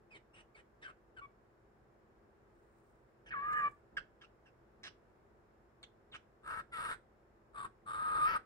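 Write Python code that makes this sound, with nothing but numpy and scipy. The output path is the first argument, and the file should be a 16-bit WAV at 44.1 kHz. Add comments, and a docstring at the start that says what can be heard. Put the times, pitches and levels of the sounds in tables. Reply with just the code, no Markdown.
"""A cockatiel calls from its wire cage in a quiet room, close to a two-port microphone and a little left.
Air drives the membranes of its syrinx into oscillation: soft, mostly falling chirps, a two-voiced whine
with combination tones, a sharp chip and scratchy squeaks, then four harsh grumbles in which uneven
membrane slaps modulate the whistle. A faint feather rustle, brief handling noise and dry taps join in,
and the furniture reflects each sound over a dull household hum."""
import sys
import numpy as np
from scipy import signal
from scipy.fft import rfft, irfft, next_fast_len
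from scipy.io import wavfile
from scipy.ndimage import uniform_filter1d, map_coordinates

SR = 44100
rng = np.random.default_rng(int(sys.argv[2]) if len(sys.argv) > 2 else 0)


def wrap_up_sound(samples):
    """Save the sound to the file named by the first command line argument, as 16-bit audio."""
    columns = np.atleast_2d(samples).T
    # keep every value between -1 and 1, then stretch to whole-number steps
    tamed = np.clip(columns, -1, 1)
    steps = np.round(tamed * 32767).astype(np.int16)
    wavfile.write(sys.argv[1], SR, steps)


N = 372644
T = np.arange(N) / SR

# Resonances of the throat: frequency_hz, gain_db
THROAT_RESPONSE = [(300, -14), (700, -18.5), (1000, -3), (1250, 1.5), (1600, 1.5), (1950, -8), (2150, -4.5),
                   (2900, -11.5), (4000, -18.5), (6500, -30)]
# Noise spectra of the membrane ticks, the wheeze and the open beak: frequency_hz, density_db
TICK_SPECTRUM = [(2000, -43), (2800, -8), (3600, 5), (5200, -16), (6500, -26.5), (7400, -8), (8400, 6.5),
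                 (9500, 6.5), (10700, -7), (12600, -19), (13600, -33), (15500, -29)]
WHEEZE_SPECTRUM = [(40, -23.5), (90, 8), (250, 0), (600, 4), (1100, 5), (1900, 6.5), (2600, 0.5),
                   (3600, -9.5), (5200, -26), (6500, -51), (9000, -33), (15000, -57)]
GAPE_SPECTRUM = [(700, -3.5), (1000, -26), (1400, 10), (1900, 17.5), (2700, 12), (3200, -44), (4200, -4),
                 (5100, 3.5), (6500, -93.5), (9500, -12), (12400, 1.5), (14000, -36), (15500, -32)]
def grumbles(flutter_hz=78, interval=1.46, kick_rad=.95, bend_rad=2.5, gain_db=2,
             octave_db=-5, sum_db=-4, third_db=-28, fourth_db=-20, wheeze_db=-20, gape_db=-4):
    """Amplitude and phase modulation: rattle and flutter spread two whistles into harsh sidebands."""
    level, pitch_hz, rough, flutter, gape, tick_db, second_db = grumble_controls()
    swing, tick, kick, cycle = rattle()
    chop = np.clip(rough, 0, 1)
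    # each slap holds the whistle back and it runs sharp until the next, lifting the upper sidebands
    slap_phase = chop * (kick_rad * kick + bend_rad * uniform_filter1d(cycle, size=24))
    low = phase_of(pitch_hz * (1 + 0.03474 * chop * drift(62.4))) + slap_phase
    high = phase_of(interval * pitch_hz * (1 + 0.0184 * drift(107)))
    second = from_db(second_db) * (np.sin(high) + from_db(sum_db) * np.sin(low + high))
    whistle = colour(np.sqrt(2) * (1 - chop + chop * swing) * (np.sin(low) + second), THROAT_RESPONSE)
    # the opening beak frees the even harmonics
    even = from_db(octave_db) * np.sin(2 * low) + from_db(fourth_db) * np.sin(4 * low)
    overtones = swing * (gape * even + (1 - gape) * from_db(third_db) * np.sin(3 * low))
    ticks = from_db(tick_db) * rms_one(colour(tick * rng.standard_normal(N), TICK_SPECTRUM))
    wheeze = from_db(wheeze_db) * np.sqrt(chop) * noise(WHEEZE_SPECTRUM)
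    air = swing * (wheeze + from_db(gape_db) * gape * noise(GAPE_SPECTRUM))
    throb = np.abs(np.sin(phase_of(flutter_hz * (1 + 0.22 * drift(24.95))) / 2)) * np.sqrt(2)
    envelope = from_db(gain_db) * level * (1 - flutter + flutter * throb)
    return envelope * (whistle + overtones + ticks + air)


# Harsh calls: start_s, length_s, attack_s, release_s, pitch_hz, end_bend_hz, relative_db,
# swell_db_per_s, flutter_s, rattle_share, gape_share, tick_db, second_voice_db
GRUMBLE_CALLS = [(6.418, .207, 0.11, 0.032, 1287, 14.5, -45, 1, 0.086, 0.91, 0.14, -21.5, -14.5),
                 (6.712, .255, 0.034, 0.064, 1275, 170, -45.5, 29, 0.00092, 1, 0.22, -13, -13),
                 (7.529, .142, .058, 0.008, 1213, -100, -46, 2, 0.152, 0.65, .06, -23.5, -22),
                 (7.85, 0.53, 0.038, 0.017, 1253, -0.5, -41.5, 23, .14, 0.56, 0.05, -22, -24.5)]
# The last grumble clears, then the beak opens for a screech:
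# time_s, shift_hz, change_db, added_rattle_share, added_gape_share
SCREECH_CURVE = [(8.18, -0.5, -1.5, -0.015, 0), (8.245, -40, 2.5, -0.37, 0.024), (8.29, 40, -2, -.05, 0.26),
                 (8.343, 90.5, -6.5, 0.16, 0.28), (8.365, -1, -2, 0.069, 0)]
def grumble_controls(bend_s=.08, flutter_depth=.8, fade_s=.04, swoop_s=.03, clear_s=0.086):
    """Slow modulation: a grumble stutters, a little flat, until the air flows freely."""
    controls = np.zeros((7, N))
    for (start, length, attack, release, hz, bend_hz, db, swell,
         flutter_s, rough, gape, tick_db, second_db) in GRUMBLE_CALLS:
        at = slice(int(start * SR), int((start + length) * SR))
        age = T[at] - start
        shift_hz, change_db, more_rough, more_gape = in_time(SCREECH_CURVE, T[at])
        flutter = flutter_depth * ramp((flutter_s - age) / fade_s)
        # without a stutter it swoops in from above, with less rattle and a strong second voice
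        direct = 1 - ramp(flutter_s / fade_s)
        swoop = direct * np.exp(-age / swoop_s)
        clear = direct * ramp(2 - 2 * age / clear_s)
        level = from_db(db + swell * (age - length / 2) + change_db)
        bent_hz = hz + bend_hz * ramp(1 + (age - length) / bend_s) + shift_hz
        controls[:, at] = (gate(age, 0, length, attack, release) * level,
                           bent_hz * (1 + .12 * swoop - .04 * flutter),
                           (rough + more_rough) * (1 - 0.61 * clear),
                           flutter,
                           gape + more_gape,
                           tick_db + 6.5 * flutter - 43 * more_gape,
                           second_db + 15 * clear + 66 * more_gape)
    return controls


def rattle(rate_hz=330, spread_db=2.0, tick_s=0.0019):
    """Impulse excitation: each uneven membrane slap leaves a decaying swing, a tick and a phase kick."""
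    turns = phase_of(rate_hz * from_db(1.8 * drift(220) + .7 * drift(20))) / (2 * np.pi)
    count, cycle = turns.astype(int), turns % 1
    size, kick = rng.standard_normal((N // 20, 2))[count].T
    strength = from_db(spread_db * size)
    swing = uniform_filter1d(strength * np.exp(-2 * cycle), size=18)
    tick = strength * np.exp(-cycle / rate_hz / tick_s)
    return rms_one(swing), rms_one(tick), uniform_filter1d(kick, size=60), cycle


# Effort through the whine: time_s, low_voice_db, high_voice_db, roughness
WHINE_EFFORT = [(3.304, -51, -55.5, 0.8), (3.325, -47, -46.5, .7), (3.355, -41, -53, 0.12),
                (3.44, -41, -56, .06), (3.51, -42.5, -52.5, .25), (3.593, -39.5, -42.5, .28),
                (3.62, -37.5, -50.5, .1), (3.66, -32.5, -52, .1), (3.688, -41, -54.5, .14)]
def whine(start_s=3.304, end_s=3.689, low_jitter=0.0696, high_jitter=0.15, waver=0.0086, shimmer=1.1,
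          octave_db=-20, third_db=-36, sum_db=-11, mirror_db=-4, wheeze_db=-28, gain_db=3):
    """Nonlinear coupling: the two sides of the syrinx share one air stream and make combination tones."""
    low_hz, high_hz = whine_pitches(start_s, end_s)
    low_db, high_db, rough = in_time(WHINE_EFFORT)
    low = phase_of(low_hz * (1 + low_jitter * rough * drift(207) + waver * drift(53.9) / 2))
    high = phase_of(high_hz * (1 + high_jitter * rough * drift(300) + waver * drift(37)))
    pressed_db = 0.96 * (low_db - np.median(np.array(WHINE_EFFORT)[:, 1]))   # harmonics grow with effort
    harmonics = from_db(octave_db) * np.sin(2 * low) + from_db(third_db) * np.sin(3 * low)
    lower = np.sin(low) + from_db(pressed_db) * harmonics
    lower *= 1 + shimmer * rough * np.tanh(drift(300))
    combinations = from_db(sum_db) * np.sin(low + high) + from_db(mirror_db) * np.sin(3 * low - high)
    upper = np.sin(high) + combinations
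    voices = from_db(low_db + 1.5 * drift(35)) * lower + from_db(high_db + 1.4 * drift(60)) * upper
    air = from_db(low_db + wheeze_db) * noise(WHEEZE_SPECTRUM)
    return from_db(gain_db) * (colour(voices, THROAT_RESPONSE) + air) * gate(T, start_s, end_s, .004, .01)


def whine_pitches(start_s, end_s, swoop_s=0.031, base_hz=1103, top_hz=1247.7, top_s=3.5,
                  rise_hz_per_s=1150, sag_hz_per_s=520, high_hz=1670, wander=0.021):
    """Frequency glide: both voices swoop down, then the low one arches and the high one holds."""
    t = np.clip(T, start_s, end_s)
    swoop = 1 + .72 * np.exp(-((t - start_s) / swoop_s) ** 2)
    arch_hz = top_hz - np.maximum(rise_hz_per_s * (top_s - t), sag_hz_per_s * (t - top_s))
    return np.maximum(arch_hz, base_hz) * swoop, high_hz * swoop * (1 + wander * drift(14))


# Chips and squeaks: start_s, length_s, attack_s, low_hz, low_db, squeak_hz, squeak_db,
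# roughness, overtone_db, hiss_db
CHIP_NOTES = [(0.144, 0.035, .006, 3320, -63, 4260, -69, 0.29, -34, -73.5),
              (0.811, 0.062, 0.019, 1822, -54.5, 3660, -67, 1.09, -9.5, -67),
              (3.26, 0.046, 0.0017, 1725, -60, 3000, -63, 0.75, -15, -74),
              (3.968, .019, .0011, 1737, -32.5, 3100, -53, 0.48, -15.5, -57),
              (4.209, 0.049, 0.0051, 1588, -59.5, 3127, -64.5, 0.95, -6, -83),
              (4.451, 0.044, 0.011, 1700, -69, 3090, -71, 0.6, -14, -85),
              (4.831, .062, 0.0023, 1810, -52.5, 5890, -58, 1.09, 0.5, -62.5),
              (5.828, 0.016, 0.0021, 1733, -67, 4004, -49.5, 0.57, -8, -64),
              (6.14, 0.032, 0.0027, 1501, -47.5, 3650, -56.5, 0.89, -12, -60.5)]
def chips(low_sag=.84, squeak_sag=0.79, fall_share=0.24, gain_db=-3):
    """Biphonation: a low voice and a squeak sound at once in abrupt notes, both sagging in pitch."""
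    tone, air = np.zeros((2, N))
    low_wobble, high_wobble = membrane(), membrane()
    for (start, length, attack, low_hz, low_db, squeak_hz, squeak_db,
         rough, overtone_db, hiss_db) in CHIP_NOTES:
        at = slice(int(start * SR), int((start + length) * SR))
        shape = gate(T[at], start, start + length, attack, fall_share * length)
        low = note(low_hz, low_hz * low_sag, rough, low_wobble[:, at], overtone_db, overtone_db - 8)
        squeak = note(squeak_hz, squeak_hz * squeak_sag, rough, high_wobble[:, at],
                      octave_db=-12, twelfth_db=-20)
        tone[at] += shape * from_db(gain_db) * (from_db(low_db) * low + from_db(squeak_db) * squeak)
        air[at] += shape * from_db(hiss_db)
    return through_beak(tone, air, low_swell_db=-8)


# Soft chirps: start_s, length_s, clear_share, from_hz, to_hz, clear_db, rasp_db,
# rasp_roughness, octave_db, twelfth_db, hiss_db
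CHIRP_NOTES = [(0.102, 0.087, .53, 2630, 1950, -63.5, -61.5, 0.41, -13.5, -24.5, -63),
               (0.331, 0.099, 0.26, 2782, 2890, -63.5, -67, 0.42, -17, -12, -64.5),
               (0.542, 0.078, 0.23, 2466, 1510, -61.5, -73, 0.65, -10.5, -22, -64),
               (0.842, 0.081, 0.4, 1673, 1228, -45, -54, 0.96, -19, -43, -65.5),
               (1.161, 0.0417, 0.9, 1672, 1335, -47.5, -50, 0.7, -19.5, -30, -60),
               (1.208, 0.061, .95, 1148, 1124, -50, -54, .3, -15.5, -29.5, -72),
               (6.113, 0.048, 0.22, 4200, 2200, -54, -56, 0.76, -33, -36, -64.5)]
def chirps(attack_s=0.014, break_s=0.0048, fall_share=0.25, clear_rough=0.23, gain_db=-1):
    """Voice break: a sliding, nearly periodic whistle turns into an irregular, hissing rasp."""
    tone, air = np.zeros((2, N))
    wobble = membrane()
    for (start, length, clear, from_hz, to_hz, clear_db, rasp_db,
         rasp_rough, octave_db, twelfth_db, hiss_db) in CHIRP_NOTES:
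        at = slice(int(start * SR), int((start + length) * SR))
        shape = gate(T[at], start, start + length, attack_s, fall_share * length)
        broken = ramp((T[at] - start - clear * length) / break_s + .5)
        rough = clear_rough + (rasp_rough - clear_rough) * broken
        level = from_db(gain_db + clear_db + (rasp_db - clear_db) * broken)
        tone[at] += shape * level * note(from_hz, to_hz, rough, wobble[:, at], octave_db, twelfth_db)
        air[at] += shape * from_db(hiss_db - 7 * (1.5 - broken))   # 7 dB more hiss after the break
    return through_beak(tone, air, low_swell_db=-3)


def membrane():
    """Jitter and shimmer: a loose membrane shakes the pitch and the strength of a note."""
    jitter = .1 * drift(600) + .05 * drift(120)
    return np.array([jitter, np.tanh(drift(320))])


def note(from_hz, to_hz, rough, wobble, octave_db, twelfth_db):
    """Harmonic series: three partials glide together, shaken by the membrane."""
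    jitter, shimmer = wobble
    phase = phase_of(np.geomspace(from_hz, to_hz, len(jitter)) * (1 + rough * jitter))
    overtones = from_db(octave_db) * np.sin(2 * phase) + from_db(twelfth_db) * np.sin(3 * phase)
    return (np.sin(phase) + overtones) * rms_one(1 + rough * shimmer)


# Resonances that colour the short notes: frequency_hz, gain_db
BEAK_RESPONSE = [(500, -22), (900, -12.5), (1150, 1.5), (1800, -1.5), (2400, 2.5), (3100, 0.5),
                 (4500, -2.5), (5600, 0.5), (7000, -8.5), (8800, 5), (10200, -6.5), (11500, -29)]
# Spectra of the hiss and of the dull low noise that swells with each note: frequency_hz, density_db
HISS_SPECTRUM = [(300, -23), (900, 3), (1400, 10), (2900, 2), (4300, -7.5), (5700, -17), (7000, -9.5),
                 (8800, -8), (10000, -12), (11000, -41.5), (15000, -37.5)]
LOW_SWELL_SPECTRUM = [(40, -17.5), (90, 0.5), (450, -5.5), (850, 0), (1500, -19), (3000, -52)]
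def through_beak(tone, hiss_level, low_swell_db):
    """Source and filter: the beak colours a note and its hiss; dull low noise swells with each note."""
    filtered = colour(tone + hiss_level * noise(HISS_SPECTRUM), BEAK_RESPONSE)
    return filtered + from_db(low_swell_db) * hiss_level * noise(LOW_SWELL_SPECTRUM)


# A faint feather rustle, then a brief swell of hissy handling noise: peak_s, half_width_s, level_db
RUSTLE_SWELLS = [(2.78, 0.26, -92), (3.58, 0.13, -78)]
# Noise spectrum of both swells: frequency_hz, density_db
RUSTLE_SPECTRUM = [(2000, -16.5), (4000, -3), (6000, -6), (8700, 10), (11000, -4), (15500, -4)]
# Claw and beak taps: start_s, level_db
TAP_TIMES = [(3.53, -51), (3.589, -79)]
def rustles_and_taps(tap_s=0.0025):
    """Friction and impact: a faint feather rustle, then hissy handling noise and fast-decaying taps."""
    swells = sum(from_db(db) * np.exp(-((T - s) / width) ** 2) for s, width, db in RUSTLE_SWELLS)
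    rustle = swells * from_db(3.5 * drift(83)) * noise(RUSTLE_SPECTRUM)
    taps = sum(from_db(db) * (T > s) * np.exp(-np.abs(T - s) / tap_s) for s, db in TAP_TIMES)
    return rustle + taps * noise(HISS_SPECTRUM)


# Echoes off the nearby ladder, cabinet and floor: left_delay_s, right_delay_s, gain_db
REFLECTIONS = [(.0023, 0.0019, -10.5), (.0046, 0.006, -15), (.0071, 0.0067, -13.5), (0.012, 0.013, -17)]
# What the furniture throws back: frequency_hz, gain_db
FURNITURE_RESPONSE = [(1200, -0.5), (1800, 3.5), (2800, 3), (6000, 6.5), (10000, -2)]
def room(x, t60_s=.24, tail_db=-18, early_db=-15, early_s=0.019, far_wall_s=0.081, far_wall_db=-34):
    """Reflection: near echoes, scatter and a tail differ at each port; the far wall adds one slap."""
    t = T[:SR // 2]
    tail = rng.standard_normal((2, len(t))) * from_db(-60 * t / t60_s) * (t > .008)
    scatter = rng.standard_normal((2, len(t))) * (rng.random((2, len(t))) < 2000 / SR)   # 2000 a second
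    early = scatter * np.exp(-t / early_s) * (t > .001)
    response = from_db(tail_db) * tail / np.linalg.norm(tail[0])
    response += from_db(early_db) * early / np.linalg.norm(early[0])
    for left_s, right_s, echo_db in REFLECTIONS:
        response[[0, 1], [int(left_s * SR), int(right_s * SR)]] += from_db(echo_db)
    dulled = colour(x, [(1300, -3), (3000, -22)])
    slap = from_db(far_wall_db) * np.interp(T - far_wall_s, T, dulled)
    return signal.fftconvolve(colour(x, FURNITURE_RESPONSE)[None], response, axes=1)[:, :N] + slap


# Household background noise: frequency_hz, density_db
ROOM_SPECTRUM = [(15, -51), (25, -11.5), (53, 2), (75, -5.5), (119, -1.5), (152, -8), (221, -6.5),
                 (305, -9.5), (340, 0), (368, -4.5), (399, -2), (469, -5.5), (1620, -15.5), (3170, -34),
                 (15500, -48)]
# Its likeness at the two ports: frequency_hz, correlation
PORT_CORRELATION = [(40, 1), (90, .93), (150, 0.6), (400, 0.67), (900, 0.00031), (2000, 0), (8000, 0)]
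# Partials of the household hum: pitch_hz, relative_db
HUM_PARTIALS = [(53, -83.5), (126, -79), (216, -79), (341, -81.5)]
def room_tone(level_db=-67, waver_db=0.3, hum_db=-2):
    """Spatial coherence: dull noise is alike at both ports in the bass; a hum wavers beneath it."""
    size = next_fast_len(N)
    alike = np.clip(over_bins(PORT_CORRELATION, size), -1, 1)
    mid, side = rfft(rng.standard_normal((2, size))) * from_db(over_bins(ROOM_SPECTRUM, size))
    ports = np.sqrt(1 + alike) * mid + np.sqrt(1 - alike) * side * [[1], [-1]]
    air = rms_one(irfft(ports, size)[:, :N])
    hum = sum(from_db(db + hum_db + 2 * drift(3.5)) * np.sin(phase_of(hz + 1.6 * drift(5)))
              for hz, db in HUM_PARTIALS)
    return from_db(level_db + waver_db * drift(1)) * air + hum


# Low band on which the noise suppressor acts: frequency_hz, gain_db
SUPPRESSOR_BAND = [(40, 2), (700, -2.5), (1100, -11), (1600, -41.5)]
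def suppressor(x, threshold_db=-62, range_db=23.5, lift_db=6.5, window_s=0.1):
    """Dynamic expansion: a noise suppressor lets the low band come up while the sound is loud."""
    power = uniform_filter1d(np.mean(x ** 2, axis=0), size=int(window_s * SR))
    level_db = 10 * np.log10(np.abs(power) + 1e-20)
    opening = np.clip((level_db - threshold_db) / range_db, 0, 1)
    return x + (from_db(lift_db * opening) - 1) * colour(x, SUPPRESSOR_BAND)


def from_db(db):
    """Decibels to amplitude ratio."""
    return 10 ** (np.asarray(db) / 20)


def rms_one(x):
    """Normalisation to rms 1."""
    return x / np.sqrt(np.mean(x ** 2) + 1e-20)


def in_time(rows, t=T):
    """Linear interpolation of a curve's columns at the times t."""
    times, *columns = np.transpose(rows)
    return [np.interp(t, times, column) for column in columns]


def over_bins(points, size):
    """Interpolation over log frequency at the bins of a transform."""
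    hz, value = np.transpose(points)
    return np.interp(np.log(np.fft.rfftfreq(size, 1 / SR) + 1), np.log(hz), value)


def colour(x, spectrum):
    """Filtering by multiplication of spectra."""
    size = next_fast_len(x.shape[-1] + 2048)
    return irfft(rfft(x, size) * from_db(over_bins(spectrum, size)), size)[..., :x.shape[-1]]


def noise(spectrum):
    """Coloured noise of rms 1."""
    return rms_one(colour(rng.standard_normal(N), spectrum))


def drift(rate_hz):
    """Random fluctuation: low-passed noise of rms 1."""
    pole = np.exp(-2 * np.pi * rate_hz / SR)
    return rms_one(signal.lfilter([1], [1, -2 * pole, pole * pole], rng.standard_normal(N + SR))[SR:])


def phase_of(hz):
    """Phase as the integral of frequency."""
    return 2 * np.pi * np.cumsum(hz) / SR


def ramp(x):
    """Raised-cosine step as x goes from 0 to 1."""
    return np.sin(np.pi / 2 * np.clip(x, 0, 1)) ** 2


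def gate(t, start, end, rise, fall):
    """Window from start to end, with rounded edges."""
    return ramp(np.minimum((t - start) / rise, (end - t) / fall))


# How far left of the microphone axis the beak is: time_s, bearing_sine
BEAK_BEARING = [(1.2, .48), (3.5, .38), (4, .24), (6.15, .28), (7.6, .46), (8.4, .4)]
# The right port against the left, deaf around 10 kHz: frequency_hz, gain_db
RIGHT_PORT_RESPONSE = [(500, 6.5), (1250, 0.5), (2000, 8), (2900, 3), (5000, 3.5), (6800, 6.5), (7900, 5.5),
                       (8900, -15), (9900, -27), (11000, -22.5), (12400, -5), (14000, -1.5), (15500, 12)]
def scene(port_span_ms=.5, shadow_db=13.5):
    """Time and level differences: the bird reaches the left port first and is shadowed at the right."""
    near = chirps() + chips() + whine() + grumbles() + rustles_and_taps()
    bearing, = in_time(BEAK_BEARING)
    lead_ms, pan_db = port_span_ms * bearing, shadow_db * bearing
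    late = map_coordinates(near, [np.arange(N) - lead_ms * SR / 1000], order=3)
    left, right = np.array([near * from_db(pan_db / 2), late * from_db(-pan_db / 2)]) + room(near)
    return np.array([left, colour(right, RIGHT_PORT_RESPONSE)]) + room_tone()


# Two faint steady bands of microphone hiss: frequency_hz, density_db
SELF_NOISE_SPECTRUM = [(4600, -25.5), (5350, 4.5), (5800, -28.5), (6600, -16.5), (7200, 3), (8000, -20.5)]
def record(dry, hiss_db=-99, cutoff_hz=15750):
    """Self-noise and band limiting: faint hiss is added before the suppressor and a steep low-pass."""
    hiss = from_db(hiss_db) * np.array([noise(SELF_NOISE_SPECTRUM), noise(SELF_NOISE_SPECTRUM)])
    low_pass = signal.ellip(10, .1, 80, cutoff_hz, fs=SR, output="sos")
    return signal.sosfilt(low_pass, suppressor(dry + hiss))


dry = scene()
out = record(dry)
wrap_up_sound(out)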